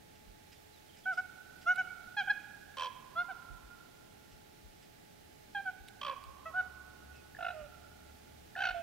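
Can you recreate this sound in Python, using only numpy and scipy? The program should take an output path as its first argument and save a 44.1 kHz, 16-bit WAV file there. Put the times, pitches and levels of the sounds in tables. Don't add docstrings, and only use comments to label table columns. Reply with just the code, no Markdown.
import sys
import numpy as np
from scipy import signal
from scipy.fft import rfft, irfft, next_fast_len
from scipy.io import wavfile
from scipy.ndimage import uniform_filter1d

SR = 44100
rng = np.random.default_rng(int(sys.argv[2]) if len(sys.argv) > 2 else 0)


def materialize(psi):
    bounded = np.clip(np.atleast_2d(psi).T, -1, 1)
    quanta = np.round(bounded * 32767).astype(np.int16)
    wavfile.write(sys.argv[1], SR, quanta)


N = 388962
TIME = np.arange(N) / SR

# [t/s, length/s, start f/Hz, middle f/Hz, end f/Hz, place of the crest 0-1, fundamental level/dB,
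#   second harmonic level/dB, overtone level/dB, upper edge f/Hz, high beak ring level/dB]
HOLLOW_NOTES = [(1.055, 0.093, 733, 749, 646, 0.37, -44, -31.5, -53.5, 2800, -25),
                (1.171, 0.046, 701, 736, 734, 0.4, -45, -30, -52.5, 3000, -30),
                (1.658, 0.082, 659.7, 729, 726, 0.51, -41, -24, -43, 3000, -18),
                (1.777, 0.053, 749, 743.4, 700, 0.31, -43, -29, -44, 3100, -17),
                (2.166, 0.069, 826, 803, 716, 0.39, -39.5, -32.5, -40, 5000, -21),
                (2.271, 0.028, 818, 765, 710, 0.48, -43.5, -33.5, -49.5, 3270, -36),
                (2.292, .036, 799, 835, 770, 0.4, -41.5, -25, -41, 4800, -38),
                (3.152, .083, 647.6, 701.6, 710, 0.52, -45, -31, -50, 4350, -28),
                (3.281, 0.047, 736, 768, 666, 0.66, -45.5, -41.5, -57, 4040, -35),
                (5.547, .072, 837, 794.5, 805, 0.22, -41, -37.5, -49.5, 4230, -40),
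                (5.651, 0.062, 776, 753, 715, .48, -44, -35, -57.5, 3130, -40),
                (6.454, 0.061, 636, 648, 631, 0, -48.5, -43.5, -50.5, 2400, -26),
                (6.535, 0.083, 688, 744.3, 722.5, 1, -41, -28.5, -55, 3800, -26),
                (7.532, 0.14, 640, 611, 573, 0.44, -47, -62, -68, 2525, -35),
                (8.742, 0.08, 707, 680, 670, 0.26, -38.5, -60, -62, 4200, -40)]
# [t/s, length/s, first beat gap/s, growth of the gap per beat, f/Hz, fundamental level/dB,
#   second harmonic level/dB, overtone level/dB, upper edge f/Hz]
RATTLING_CROAKS = [(7.387, 0.1345, .0191, 1.0, 698.5, -40, -35.5, -48.5, 3080),
                   (8.56, 0.17, .0138, 1.038, 735.6, -39.5, -31, -42, 6500)]
# [t/s, length/s, first snap gap/s, growth of the gap per snap, start f/Hz, end f/Hz, snap level/dB,
#   fundamental level/dB, second harmonic level/dB, tone swell/dB, upper edge at the start f/Hz, its fall/octaves]
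DRY_RASPS = [(2.7693, 0.0991, .01275, 0.99, 535.5, 502, -37.5, -55.5, -39.5, 0.5, 9450, 0.55),
             (6.0130, 0.1227, .0175, 0.97, 578, 534.7, -36.5, -48, -39, 9, 5500, 2)]
# [t/s, level/dB]
THROAT_PIPS = [(7.348, -51), (7.367, -51), (8.553, -45), (8.560, -47)]
# [f/Hz, level/dB]
THROAT_COLOUR = [(1900, -2), (2250, -1), (2520, 0), (2780, -6), (3020, -2), (3280, 3), (3500, 2),
                 (3780, -12), (4200, -4), (4600, -14), (5000, -13), (5600, -21), (9000, -27)]
# [f/Hz, width/Hz, level/dB]
HOARSE_MODES = [(1030, 44, -10.5), (1770, 62, 1), (2130, 67, -2), (2593, 116, 2.5), (3520, 340, -9),
                (3920, 17, -2), (5480, 270, -20)]
# [f/Hz, width/Hz, level/dB]
OPEN_BEAK_MODES = [(578, 42, -1), (1090, 92, 7), (1365, 260, -2), (1630, 46, -3), (2360, 28, 1),
                   (2615, 120, 0.5), (3163, 210, 4), (3290, 27, 0), (4030, 110, -5), (4620, 150, -6),
                   (5700, 140, -6), (7700, 1700, -21.5)]
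# [f/Hz, level/dB]
RAVEN_PAN = [(400, -6), (720, -9.5), (1050, -4), (1450, -1.5), (1650, -.3), (2400, -3), (4400, -4.5),
             (8000, -7)]
# [f/Hz, phase/rad]
RAVEN_PHASE = [(700, 0.96), (1100, -0.7), (1400, 0.85), (1800, -0.18), (2300, 0.33), (3100, 1),
               (4400, 0.79)]
# [delay/s, level/dB]
SINGLE_ECHOES = [(.024, -20), (.066, -24.5), (.092, -44), (.135, -61)]
# [f/Hz, level/dB, time to fall 60 dB/s]
FOREST_ECHO = [(480, -14, 2.9), (804, -15.5, 1.64), (1134, -8.5, 2.57), (1450, -21, 1.53),
               (2230, -9.5, 1.2), (3180, -14, 1), (6100, -17, .6)]
# [f/Hz, level/dB]
FAR_PAN = [(700, -13.5), (1400, -10), (3500, -7)]
# [t/s, length/s, start f/Hz, level/dB]
SMALL_BIRDS = [(0.547, 0.034, 3800, -64), (0.723, 0.052, 4270, -63), (0.763, .028, 3920, -62),
               (0.88, 0.043, 3420, -59), (0.923, 0.038, 3400, -61), (1.029, 0.041, 3550, -57),
               (7.086, 0.17, 2800, -63)]
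# [t/s, level/dB]
DRY_TICKS = [(1.759, -47), (5.878, -55), (5.884, -46), (6.238, -49.5)]
# [f/Hz, width/Hz, level/dB]
DRY_TICK_MODES = [(2800, 1600, 15), (7500, 2800, 7)]
# [t/s, level/dB]
NEAR_RUSTLES = [(0.15, -67), (0.515, -59), (0.965, -61), (1.125, -57.5), (1.17, -58), (1.45, -76),
                (1.61, -59.5), (4.31, -64.5), (4.82, -63.5), (7.15, -64)]
# [f/Hz, width/Hz, level/dB]
NEAR_RUSTLE_MODES = [(2400, 1000, 0.97), (4930, 580, 1), (7360, 530, -4.8)]
# [t/s, level/dB]
WIND_PUFFS = [(0.25, -58), (3.49, -48), (3.62, -54), (4.30, -63), (4.62, -50), (5.78, -53.5), (6.25, -51),
              (7.60, -53), (8.68, -53)]
# [f/Hz, width/Hz, level/dB]
WIND_PUFF_MODES = [(42.3, 14.5, 0)]
# [t/s, f/Hz, level/dB]
FAR_ENGINE = [(0, 80, -75), (5.6, 76, -85), (6.2, 70, -68), (7.0, 71, -63), (7.6, 73.7, -65.5),
              (8.82, 75, -62.5)]
# [f/Hz, level/dB]
HUM_LINES = [(426, -77.5), (855, -73)]
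# [f/Hz, level per Hz/dB]
AIR_SPECTRUM = [(15, -21), (25, 1), (50, -6.5), (80, 0), (180, -2), (300, -5), (420, -9), (480, -14.5),
                (600, -12.5), (820, -10.5), (950, -21.5), (1620, -14), (3720, -17), (10100, -25),
                (15500, -28)]
# [f/Hz, side minus mid level/dB]
AIR_WIDTH = [(30, -14), (70, -5.5), (130, -3.5), (260, 0), (500, 10.5), (1000, 4.5), (3000, -1.5),
             (8000, -1.5), (15000, 2)]
# [f/Hz, level/dB]
AIR_BALANCE = [(60, 1), (110, -2.5), (200, 1), (380, -1.5), (700, -6.5), (1290, -4.5), (2380, -5),
               (4400, -8.5), (8120, -6.5), (15000, -25.5)]
# [t/s, low air level/dB, hiss level/dB]
AIR_LEVELS = [(0.0, -66, -73.5), (0.64, -69, -72.5), (1.84, -66, -71), (4.52, -67, -73), (8.55, -66, -72),
              (8.82, -66, -71.5)]

ATTACK_S, RELEASE_S = 0.0068, 0.016
SCOOP_S_PER_HZ = 0.00015
FUNDAMENTAL_SWELL_DB, SECOND_SWELL_DB, OVERTONE_SWELL_DB = 8, 16, 21
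BEAT_S, CROAK_CREST = 0.019, 0.52
SNAP_CREST, TONE_CREST = 0.4, 0.52
EDGE_STEEPNESS, RING_HZ, RING_WIDTH_OCTAVES = 8.7, 5920, 0.21
SLUR_FALL = 0.14
CUTOFF_HZ = 15750


def notes(waver=.007, waver_db=.7):
    out, hoarse = np.zeros(N), np.zeros(N)
    for (s, length, start_hz, middle_hz, end_hz, crest,
         first_db, second_db, overtones_db, edge_hz, ring_db) in HOLLOW_NOTES:
        on = (TIME > s) & (TIME < s + length)
        age = TIME[on] - s
        part = age / length
        bend = np.polyfit([0, .5, 1], [start_hz, middle_hz, end_hz], 2)
        pitch = np.polyval(bend, part) * (1 + waver * drift(111.6, len(age)))
        attack = ATTACK_S + SCOOP_S_PER_HZ * max(middle_hz - start_hz, 0)
        edges = np.minimum(age / attack, (length - age) / RELEASE_S)
        gate = np.sin(np.pi / 2 * np.clip(edges, 0, 1))
        second_level = from_db(second_db + waver_db * drift(90, len(age)))
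        first = gate * from_db(first_db) * arch(part, crest, FUNDAMENTAL_SWELL_DB)
        second = gate * second_level * arch(part, crest, SECOND_SWELL_DB)
        upper = gate * from_db(overtones_db) * arch(part, crest, OVERTONE_SWELL_DB)
        out[on] += syrinx(pitch, first, second, upper, edge_hz, jitter=.006, shimmer=.03, ring_db=ring_db)
        hoarse[on] += upper
    return out + from_db(-16.0) * resonate(hoarse * rng.standard_normal(N), HOARSE_MODES)


def croaks(sag=.07, skew=.5, scatter=.018):
    out, hoarse = np.zeros(N), np.zeros(N)
    for s, length, gap, growth, pitch, first_db, second_db, overtones_db, edge_hz in RATTLING_CROAKS:
        ages = beat_times(length, gap, growth)
        for age in ages:
            on = (TIME > s + age) & (TIME < s + age + BEAT_S)
            part = (TIME[on] - s - age) / BEAT_S
            swell = np.sin(np.pi * part ** skew)
            push = from_db(-9) if age == ages[-1] else 1
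            place_in_call = age / length
            first = push * from_db(first_db) * arch(place_in_call, CROAK_CREST, depth_db=4) * swell
            second = push * from_db(second_db) * arch(place_in_call, CROAK_CREST, depth_db=11.5) * swell ** 2
            upper = push * from_db(overtones_db) * arch(place_in_call, CROAK_CREST, depth_db=15)
            glide = pitch * (1 + scatter * rng.standard_normal() - sag * (part - skew))
            overtones = upper * swell ** 2 * from_db(0.5)
            out[on] += syrinx(glide, first, second, overtones, edge_hz, jitter=.018, shimmer=.2, odd_db=-13)
            hoarse[on] += upper * np.sqrt(swell) * (1 - part)
    scrape = eased(hoarse, 0.003) * rng.standard_normal(N)
    return out + from_db(4.0) * resonate(scrape, HOARSE_MODES)


def rasps(decay=.0037, rise=.0008, click=3.0, tone_rise=.006):
    drive, tone = np.zeros(N), np.zeros(N)
    t = TIME[:SR // 20]
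    throb = t / tone_rise * np.exp(1 - t / tone_rise)
    for (s, length, gap, growth, start_hz, end_hz, snap_db,
         first_db, second_db, swell_db, top_hz, closing) in DRY_RASPS:
        pressure = np.zeros(N)
        for age in beat_times(length, gap, growth):
            part, start = age / length, int((s + age) * SR)
            snap = (1 - np.exp(-t / rise)) * np.exp(-t / decay) * rng.standard_normal(len(t))
            snap[0] += click
            edge_hz = min(top_hz / 2 ** (closing * part ** 2), SR / 2 - 1)
            dulled = signal.sosfilt(signal.butter(2, edge_hz, fs=SR, output="sos"), snap)
            drive[start:start + len(t)] += from_db(snap_db) * arch(part, SNAP_CREST, depth_db=5.5) * dulled
            pressure[start:start + len(t)] += arch(part, TONE_CREST, swell_db) * throb
        pitch = np.interp(TIME, [s, s + length], [start_hz, end_hz]) * (1 + .03 * drift(260, N))
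        phase = 2 * np.pi * np.cumsum(pitch) / SR
        tone += pressure * (from_db(first_db) * np.cos(phase) + from_db(second_db) * np.sin(2 * phase))
    return from_db(6.5) * resonate(drive, OPEN_BEAK_MODES) + tone


def pips(hz=1720, length=0.0089):
    out = np.zeros(N)
    age = TIME[:int(length * SR)]
    pip = np.sin(np.pi * np.sqrt(age / length)) ** 2 * np.sin(2 * np.pi * hz * age)
    for s, db in THROAT_PIPS:
        out[int(s * SR):][:len(age)] += from_db(db + 7) * pip
    return out


def syrinx(pitch, first, second, upper, edge_hz, jitter, shimmer, ring_db=-60, odd_db=0, count=13):
    pitch = pitch * (1 + jitter * drift(450, len(pitch)))
    phase = 2 * np.pi * np.cumsum(pitch) / SR
    orders = np.arange(2, count)[:, None] + 1
    hz = orders * pitch
    flutter_db = 3.5 * np.array([drift(60, len(pitch)) for order in orders])
    throat = from_db(at_hz(THROAT_COLOUR, hz)) / np.hypot(1, (hz / edge_hz) ** EDGE_STEEPNESS)
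    ring = from_db(ring_db) * np.exp(-(np.log2(hz / RING_HZ) / RING_WIDTH_OCTAVES) ** 2)
    weights = (throat + ring) * from_db(odd_db * (orders % 2) + flutter_db)
    overtones = (weights * np.cos(orders * phase)).sum(axis=0) / np.sqrt((weights ** 2).sum(axis=0))
    voice = first * np.cos(phase) + second * np.sin(2 * phase) + upper * overtones
    return np.sqrt(2) * voice * (1 + shimmer * drift(250, len(pitch)))


def arch(part, crest, depth_db):
    return from_db(-depth_db * ((part - crest) / max(crest, 1 - crest)) ** 2)


def beat_times(length, gap, growth, unevenness=0.00033):
    ages = np.r_[0, np.cumsum(gap * growth ** np.arange(16))]
    ages = np.abs(ages + unevenness * rng.standard_normal(len(ages)))
    return ages[ages < length]


def surroundings(bird, grain_db=1.5, build_up=.015):
    t = TIME[:int(2.5 * SR)]
    response = np.zeros((2, len(t)))
    clumps = from_db(grain_db * drift(36.8, len(t))) * (1 - np.exp(-t / build_up))
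    for hz, db, t60 in FOREST_ECHO:
        scatter = rng.standard_normal(len(t)) + 0.35 * rng.standard_normal((2, len(t)))
        envelope = clumps * from_db(-60 * t / t60)
        tail = rms_one(scatter) * envelope / np.linalg.norm(envelope)
        response += from_db(db) * band(tail, hz / 1.21, hz * 1.211)
    for delay, db in SINGLE_ECHOES:
        response[:, int(delay * SR)] += from_db(db)
    return signal.fftconvolve(bird[None], response, axes=1)[:, :N]


def twitter():
    out = np.zeros(N)
    for s, length, hz, db in SMALL_BIRDS:
        count = int(max(length, .01) * SR)
        pitch = hz * np.linspace(1, 1 - SLUR_FALL, count) * (1 + 0.02 * drift(250, count))
        slur = np.hanning(count) * np.sin(2 * np.pi * np.cumsum(pitch) / SR)
        out[int(s * SR):][:count] += from_db(db - 2) * slur
    return out


def ticks():
    return bursts(DRY_TICKS, DRY_TICK_MODES, rise=0.00039, decay=0.003)


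def rustles():
    return bursts(NEAR_RUSTLES, NEAR_RUSTLE_MODES, rise=.015, decay=0.015)


def wind():
    return np.array([bursts(WIND_PUFFS, WIND_PUFF_MODES, rise=0.023, decay=0.025) for side in range(2)])


def engine():
    pitch, db = curves(FAR_ENGINE, TIME)
    phase = 2 * np.pi * np.cumsum(pitch * (1 + 0.016 * drift(4.4, N))) / SR
    half_order = from_db(-9.0) * np.sin(phase + phase / 2) * (1 + .5 * drift(2.1, N))
    drone = np.sin(phase) + half_order
    return np.sqrt(2) * from_db(db) * drone * (1 + 0.41 * drift(10, N))


def hum():
    lines = 0
    for hz, db in HUM_LINES:
        pitch = hz * (1 + 0.00405 * drift(30, N))
        lines = lines + from_db(db) * np.sin(2 * np.pi * np.cumsum(pitch) / SR)
    return np.sqrt(2) * lines * (1 + 0.082 * drift(7.8, N)) * from_db([[1.5], [-1.5]])


def air(low_db=0.0, hiss_db=1.5):
    hz = np.fft.rfftfreq(N, 1 / SR)
    mid, side = rfft(rng.standard_normal((2, N))) * from_db(at_hz(AIR_SPECTRUM, hz))
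    mid, side = irfft(mid, N), irfft(side * from_db(at_hz(AIR_WIDTH, hz)), N)
    both = place(mid + side * np.array([[1], [-1]]), AIR_BALANCE)
    low = signal.sosfilt(signal.butter(1, 700, fs=SR, output="sos"), both)
    rumble_db, treble_db = curves(AIR_LEVELS, TIME)
    mono = both.mean(axis=0)
    rumble = low * from_db(rumble_db + low_db) / band(mono, 136, 450).std()
    hiss = (both - low) * from_db(treble_db + hiss_db) / band(mono, 7920, 17900).std()
    return rumble + hiss


def bursts(events, modes, rise, decay):
    envelope = np.zeros(N)
    for s, db in events:
        start = int(s * SR)
        age = TIME[:min(N - start, int(10 * (rise + decay) * SR))]
        shape = (1 - np.exp(-age / rise)) * np.exp(-age / decay)
        envelope[start:start + len(age)] += from_db(db) * shape / shape.max()
    return resonate(envelope * rng.standard_normal(N), modes)


def resonate(x, modes):
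    out, power = 0, 0
    x = x + 1e-18 * rng.standard_normal(x.shape)
    for hz, width, db in modes:
        r = np.exp(-2 * np.pi * width / SR)
        section = [(1 - r * r) / 2, 0, -(1 - r * r) / 2, 1, -2 * r * np.cos(2 * np.pi * hz / SR), r * r]
        out = out + from_db(db) * signal.sosfilt([section, section], x)
        power += from_db(db) ** 2 * np.pi * width / SR
    return out / np.sqrt(power)


def place(x, pan, phase=None):
    size = next_fast_len(N + SR // 10)
    hz = np.fft.rfftfreq(size, 1 / SR)
    ratio = from_db(at_hz(pan, hz))
    turn = np.exp(.5j * at_hz(phase, hz)) if phase is not None else np.ones(len(hz))
    sides = np.array([ratio * turn, 1 / turn]) * 2 / (1 + ratio)
    return irfft(rfft(x, size) * sides, size)[:, :N]


def band(x, low_hz, high_hz):
    return signal.sosfilt(signal.butter(2, [low_hz, min(high_hz, SR / 2 - 1)], "band", fs=SR, output="sos"), x)


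def drift(rate, count):
    t = np.arange(count) / SR * rate
    knots = rng.standard_normal(int(t[-1]) + 2)
    return np.interp(t, np.arange(len(knots)), knots)


def curves(rows, t):
    s, *columns = np.transpose(rows)
    return [np.interp(t, np.sort(s), c) for c in columns]


def at_hz(points, hz):
    f, value = np.transpose(points)
    return np.interp(np.log(np.maximum(hz, 1)), np.log(f), value)


def eased(x, seconds):
    return uniform_filter1d(x, max(1, int(seconds * SR)))


def rms_one(x):
    return x / np.sqrt(np.mean(x ** 2) + 1e-20)


def from_db(db):
    return 10 ** (np.asarray(db) / 20)


def scene():
    raven = notes() + croaks() + rasps() + pips()
    direct = place(raven, RAVEN_PAN, RAVEN_PHASE)
    far = place(surroundings(raven) + twitter(), FAR_PAN)
    near = (ticks() + rustles()) * from_db([[-3], [2]])
    return direct + far + near + wind() + engine() + hum() + air()


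def record(dry):
    return signal.sosfilt(signal.ellip(12, .1, 70, CUTOFF_HZ, fs=SR, output="sos"), dry)


dry = scene()
out = record(dry)
materialize(out)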